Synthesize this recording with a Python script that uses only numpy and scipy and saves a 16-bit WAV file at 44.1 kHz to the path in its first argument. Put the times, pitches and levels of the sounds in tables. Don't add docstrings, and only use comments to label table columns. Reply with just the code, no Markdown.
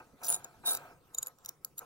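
import sys
import numpy as np
from scipy import signal
from scipy.io import wavfile
from scipy.ndimage import uniform_filter1d

SR = 44100
rng = np.random.default_rng(int(sys.argv[2]) if len(sys.argv) > 2 else 0)


def store_wav(level_fs):
    pcm = np.round(np.clip(np.atleast_2d(level_fs), -1, 1) * 32767)
    wavfile.write(sys.argv[1], SR, pcm.T.astype(np.int16))


def how_loud(loudness_db):
    steps = np.asarray(loudness_db, float) / 20
    return 10 ** steps


N = 81585
TIME = np.arange(N) / SR
BACK_STROKES_FROM_S = 1.0

# (frequency [Hz], width [Hz])
WRENCH_MODES = [(3860, 68), (4800, 210), (5750, 500), (7000, 98), (8100, 790), (9550, 230), (10000, 260),
                (11370, 160), (11850, 110), (13400, 160), (14900, 130), (15580, 150)]
GRIP_TIMES = [0, .275, .32, .42, .5, .703, .73, .76, 1.0, 1.165, 1.21, 1.266, 1.35, 1.47, 1.6, 1.7]
# (level [dB], ..)
GRIP_LEVELS = [(-14, -12, -1.5, -4, -5, -3, -4, -6, -17.5, -3, -8, -3.5),
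               (-25.5, -44, -27.5, -9.5, -26.5, -2, -0.5, -16.5, -24, -29, -11.5, -16.5),
               (-12, -28.5, -16.5, 0, -23, 1.5, -3, -13, -15.0, -26, -30, -23),
               (-13, -27, -14.0, 1.5, -10, -4, -15, -11, -13, -21, -15.0, -13.0),
               (-3.5, -23, -12.5, -14, -13, 3, -3, -4, -24, -14.5, -10.5, -28),
               (-13, -24, -27.0, -17, -19, 1.5, -3, -23, -24, -25, -11.5, -15),
               (-16.0, -18, -15, -14, -8, -6, -9, -1.5, -13, -16, -15, -14),
               (-9.5, -9.5, -5, -2, -7, -1, -7, -12, -9, 0, -10.0, -19),
               (-13, -33, -23, -1, -12.5, -11, -12.5, -7.5, -9, -6, -11.5, -26.5),
               (-11, -30, -42, 6.5, -1, -19, -13, -1.5, -13.0, -18, -9, -20.0),
               (-8, -17, -23.0, 5, -2, -4, -15, -2, -13, -23, -16, -28),
               (-30, -18.5, -30.0, -4, -7, -26, -21, 9.5, -9, -28, -20, -19),
               (-8, -11, 2.5, 0.5, -10, 1, -13, -6, 0.5, 0, -10.5, -9),
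               (-10, -17.5, 7.5, 0, -26, 3, -9.0, 0, 6.5, -24, -6.0, 4),
               (-22.5, -13, -9, -2, -11, -12.5, -12.5, 6, 0, -14, -22, -1.5),
               (-15.0, -36.5, -19, 1.5, -15, 0, -1, 0.5, -0.5, -17.0, -13.0, -6)]
GRIP_LEADS = [(1.5, -0.8, -0.9, 2.7, 1.5, 1.2, 1.1, 0.1, 0.0, -0.0, -0.0, 0.0),
              (2.5, -1.7, -1.9, 2.7, 1.2, 1.1, 1.1, 0.0, 0.0, -0.2, 0.0, 0.0),
              (2.8, -3.1, 3.0, 2.7, 2.5, 1.1, 1.1, 0.0, 0.0, 0.0, 0.0, 0.0),
              (2.9, -1.0, 2.9, 2.7, 3.0, 2.8, 3.0, -1.8, -1.8, -1.9, -1.9, -2.1),
              (2.8, 0.9, 2.0, -1.6, 2.2, -2.6, -2.6, -2.4, -2.4, -2.3, 0.3, 0.4),
              (3.0, -2.7, -0.1, -1.7, -2.7, -2.5, -2.5, -2.5, -2.7, -2.6, 0.4, 0.4),
              (-1.3, -1.7, -2.0, -1.7, -1.3, -2.6, -2.6, -2.5, -2.6, 0.2, 0.4, 0.3),
              (-1.3, -1.3, -1.7, -1.4, -1.9, -2.4, -2.6, -2.8, -2.6, 0.4, 1.4, 0.3),
              (-1.8, -1.7, -0.4, 0.2, 0.5, -0.4, -0.7, -2.1, -2.0, -2.1, -2.1, -2.1),
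              (-1.6, 0.3, -2.5, 0.2, 1.7, -2.1, -2.1, -2.1, -2.1, -2.2, -2.2, -2.3),
              (-1.8, -1.7, -2.5, 0.2, 0.4, -2.0, -1.9, -2.0, -2.0, -2.3, -2.3, -2.7),
              (-2.2, -0.8, 0.2, 0.2, 2.9, -2.0, -2.9, -0.7, -0.7, -0.4, -2.0, -1.7),
              (-2.5, -1.2, 0.2, 1.8, 2.0, -2.7, -2.9, 1.0, 0.8, -0.7, -0.4, -0.2),
              (-2.4, -0.3, 0.2, 2.3, 2.9, -2.7, -2.7, 1.0, 0.8, -0.3, -0.4, -0.6),
              (-2.6, 2.3, 2.4, 2.5, -3.0, -0.5, -0.1, 0.9, 0.9, 1.9, -1.3, -1.6),
              (0.0, 0.0, 2.5, 2.7, 2.9, -1.8, -1.7, -0.4, -0.4, -1.1, -2.1, -2.3)]
# (time [s], peak level [dB])
BOLT_SLIPS = [(0.2201, -56), (0.236, -37.5), (0.246, -31), (0.2535, -32.5), (0.2605, -44), (0.2662, -34.5),
              (0.2701, -30), (0.2738, -37.0), (0.2782, -36), (0.2849, -19), (0.2895, -20), (0.2955, -18),
              (0.3026, -17.5), (0.3082, -41), (0.3131, -25.5), (0.3178, -36), (0.3204, -25),
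              (0.3264, -18.5), (0.3337, -34), (0.3447, -21.5), (0.3532, -29), (0.3637, -29.5),
              (0.6624, -29), (0.6732, -22), (0.6795, -20.5), (0.6881, -30), (0.6937, -33), (0.7, -30),
              (0.7074, -19), (0.7118, -26), (0.7153, -22.5), (0.7204, -42), (0.7325, -29), (0.7362, -28),
              (0.7448, -25.5), (0.7484, -30), (0.751, -20), (0.7675, -36.5), (0.7727, -30.5)]
# (time [s], peak level [dB])
PAWL_CLICKS = [
    (.4445, -31.5),
    (1.1471, -26),
    (1.184, -22),
    (1.2287, -23),
    (1.4485, -43.5),
    (1.4903, -32.5),
    (1.7797, -36),
]
# (time [s], peak level [dB])
PAWL_TICKS = [
    (1.2613, -35),
    (1.2692, -23),
    (1.2803, -31.5),
    (1.3852, -53),
    (1.4588, -31),
    (1.6466, -21),
    (1.782, -31),
    (1.7902, -25.5),
]
# (time [s], level [dB])
THREAD_GRIND = [
    [(0.2, -74), (0.224, -72), (0.234, -28.5), (0.276, -29.5), (0.284, -16.5), (0.344, -21), (0.378, -42),
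     (0.4, -52)],
    [(0.63, -69), (0.662, -17.5), (0.71, -13), (0.754, -27), (0.772, -34), (0.79, -81)],
]
# (time [s], level [dB])
HAND_EFFORT = [(0.0, -46.5), (0.01, -69.5), (0.164, -74.5), (0.236, -52.5), (0.304, -51), (0.622, -70),
               (0.638, -62), (0.68, -43.5), (0.916, -59.5), (0.998, -76.5), (1.276, -59.5), (1.35, -80),
               (1.494, -62.5), (1.602, -86.5), (1.648, -67.5), (1.746, -85), (1.818, -52), (1.85, -65)]
# (frequency [Hz], width [Hz], level under load [dB], level on back strokes [dB], left lead [rad])
FRAME_MODES = [(391, 116, -4.5, -8, .25), (505, 54, -1.5, 2.5, 0.75), (718.4, 72, 3.5, 1.5, 0.43),
               (889, 101, -0.5, -0.5, 0.39), (1047, 154, -4, 2.5, 1.6), (1297, 80, 1.5, 4.5, 0.79),
               (1519, 147, -2, -4, 1.25), (2422, 330, -10.5, -19.5, 3.97)]
# (time [s], peak level [dB])
HANDLE_BUMPS = [(0.004, -42.5), (0.215, -43.5), (0.304, -39.5), (0.446, -48), (0.54, -57), (0.636, -40.5),
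                (0.849, -47), (0.904, -52.5), (1.275, -57), (1.382, -65), (1.813, -55)]
# (time [s], level [dB])
RACK_SWAY = [(0.0, -74), (0.272, -76), (0.334, -59), (0.576, -77), (0.808, -65), (1.122, -81), (1.716, -73),
             (1.85, -72)]
# (frequency [Hz], level [dB])
RUB_COLOUR = [(1060, -46.5), (1800, 2.5), (2670, -2), (3770, -2.5), (4410, -1), (16000, -6)]
# (frequency [Hz], 60 dB decay time [s])
ROOM_DECAY = [(500, 0.33), (3000, 0.36), (9000, 0.14), (16000, 0.27)]
# (frequency [Hz], level [dB])
AIR_COLOUR = [(12, -26), (24, 27.5), (101, 7.5), (527, 4.5), (607, -4), (1290, -5), (1910, -42),
              (9670, -19.5), (16000, -30)]


def evened(x):
    return x / np.sqrt(np.mean(np.abs(x) ** 2) + 1e-20)


def smoothed(x, size, axis=-1):
    return uniform_filter1d(uniform_filter1d(x, size, axis), size, axis)


def read(points, hz):
    f, value = np.transpose(points)
    return np.interp(np.log(hz + 1), np.log(f + 1), value)


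def curve(points, outside=None):
    return np.interp(TIME, *np.transpose(points), outside, outside)


def force(events, db, rise_s, t60_s):
    power = np.zeros(N)
    for s, peak_db in events:
        t = TIME - s
        shape_db = np.where(t < 0, 8.2 * t / rise_s, -60 * t / t60_s)
        power += how_loud(peak_db + db + shape_db) ** 2
    return np.sqrt(power)


def ring(drive, hz, width, lead, order=1):
    r = np.exp(-np.pi * width / SR)
    half = np.exp(.5j * np.asarray(lead))
    pole = r * np.exp(2j * np.pi * hz / SR)
    sides = [drive * half, drive / half]
    return 2 * signal.lfilter([(1 - r) ** order], np.poly([pole] * order), sides).real


def grains(per_s, spread_db):
    chance, size, noise = rng.random(N), rng.exponential(1, N), rng.standard_normal(N)
    struck = (chance < per_s / SR) * how_loud(spread_db * np.minimum(size, 3))
    return evened(struck * np.sign(noise) + 0.21 * noise)


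def hiss(colour, same, patchy_db):
    hz = np.fft.rfftfreq(512, 1 / SR)
    a, b, c, d, patches = rng.standard_normal((N // 128 + 5, 257, 5)).T
    patches = evened(uniform_filter1d(uniform_filter1d(patches, 8, 0), 16, 1))
    left = a + 1j * b
    right = same * left + np.sqrt(1 - same ** 2) * (c + 1j * d)
    level = how_loud(read(colour, hz)[:, None] + patchy_db * patches)
    return evened(signal.istft(np.array([left, right]) * level, nperseg=512, noverlap=384)[1][:, :N])


def bolt_slips():
    return force(np.subtract(BOLT_SLIPS, [0.00044, 0]), 5.5, rise_s=0.00093, t60_s=0.0044)


def pawl():
    snap_s, click_db = 0.00098, 6.5
    drops = np.add(PAWL_CLICKS, [snap_s, 0])
    clicks = force(drops, click_db, rise_s=snap_s, t60_s=0.0031)
    creep = force(drops, click_db - 16, rise_s=0.0048, t60_s=0.0048)
    ticks = force(np.add(PAWL_TICKS, [snap_s, 0]), click_db, rise_s=0.00032, t60_s=0.003)
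    return clicks, creep, ticks


def wrench(slips, clicks, creep):
    shared = 0.35
    lock_db, lock_wander = -11, 0.0576
    shift_db = 4.5
    grind = sum(how_loud(curve(stroke, -200) - 6.5) for stroke in THREAD_GRIND)
    grip = np.searchsorted(GRIP_TIMES, TIME, "right") - 1
    db, lead = np.array(GRIP_LEVELS)[grip].T, np.array(GRIP_LEADS)[grip].T
    back, held = round(BACK_STROKES_FROM_S * SR), round(1.36 * SR)
    spans = [(slice(0, back), 1.32, 1),
             (slice(back, held), 1, 1),
             (slice(held, N), 1.46, how_loud(-0.5))]
    common, out = rng.standard_normal(N), np.zeros((2, N))
    for k, (hz, width) in enumerate(WRENCH_MODES):
        noise = shared * common + np.sqrt(1 - shared ** 2) * rng.standard_normal(N)
        wander = lock_wander * np.cumsum(rng.standard_normal(N))
        locked = how_loud(lock_db) * np.cos(2 * np.pi * hz * TIME + wander)
        turn = how_loud(shift_db * np.tanh(evened(smoothed(rng.standard_normal(N), 400))))
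        blows = (np.sqrt(turn) * slips + clicks) * (0.52 * np.sign(noise) + locked)
        drive = blows + creep * noise + turn * grind * grains(per_s=3400, spread_db=0.5)
        drive = drive * how_loud(db[k]) * np.sqrt(150 / width)
        for span, wider, gain in spans:
            out[:, span] += gain * ring(drive[span], hz, wider * width, lead[k, span])
    crack = np.array([common, shared * common + rng.standard_normal(N)])
    out += how_loud(-26) * (slips + clicks + creep) * crack
    return signal.sosfilt(signal.butter(3, 2900, "high", fs=SR, output="sos"), out)


def frame(blows):
    jolts = 0.75 * grains(per_s=900, spread_db=3.5)
    bumps = force(HANDLE_BUMPS, -8, rise_s=0.00072, t60_s=.11)
    level = how_loud(curve(HAND_EFFORT)) + how_loud(-29.5) * blows + bumps
    out = np.zeros((2, N))
    for hz, width, load_db, back_db, lead in FRAME_MODES:
        gain = how_loud(np.where(TIME < BACK_STROKES_FROM_S, load_db, back_db))
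        drive = gain * level * (jolts + rng.standard_normal(N))
        out += ring(drive, hz, 1.57 * width, lead, order=2)
    return how_loud(13.0) * out


def sway():
    return how_loud(curve(RACK_SWAY)) * evened(ring(rng.standard_normal(N), hz=142, width=22, lead=-0.69))


def rub():
    level_db = -67.5 + 0.44 * (curve(HAND_EFFORT) + 60)
    return how_loud(level_db) * hiss(RUB_COLOUR, same=.3, patchy_db=4)


def room(x):
    taps = np.zeros((2, SR // 2))
    at = np.arange(200, SR // 2 - 20, 20)
    places = at + rng.integers(0, 20, (2, len(at)))
    np.put_along_axis(taps, places, rng.choice([-1., 1.], (2, len(at))), 1)
    hz, t, z = signal.stft(taps, SR, nperseg=256)
    decay = how_loud(-60 * t / read(ROOM_DECAY, hz)[:, None])
    tail = signal.istft(z * decay, SR, nperseg=256)[1]
    return signal.fftconvolve(x, tail / np.linalg.norm(tail[0]), axes=1)[:, :N]


def garage_air():
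    return how_loud(-68.5 - 3.5 * (TIME - 1)) * hiss(AIR_COLOUR, same=.7, patchy_db=3)


def scene():
    slips = bolt_slips()
    clicks, creep, ticks = pawl()
    near = how_loud(5.0) * wrench(slips, clicks + ticks, creep) + frame(slips + clicks + .5 * ticks)
    return near + how_loud(-24) * room(near) + sway() + rub() + garage_air()


def low_pass(x):
    return signal.sosfilt(signal.butter(12, 17140, fs=SR, output="sos"), x)


def record(dry):
    edge = signal.firwin(255, 16200, window=("kaiser", 7), fs=SR)
    mix = signal.oaconvolve(dry, edge[None], "same")
    return low_pass(mix)


dry = scene()
out = record(dry)
store_wav(out)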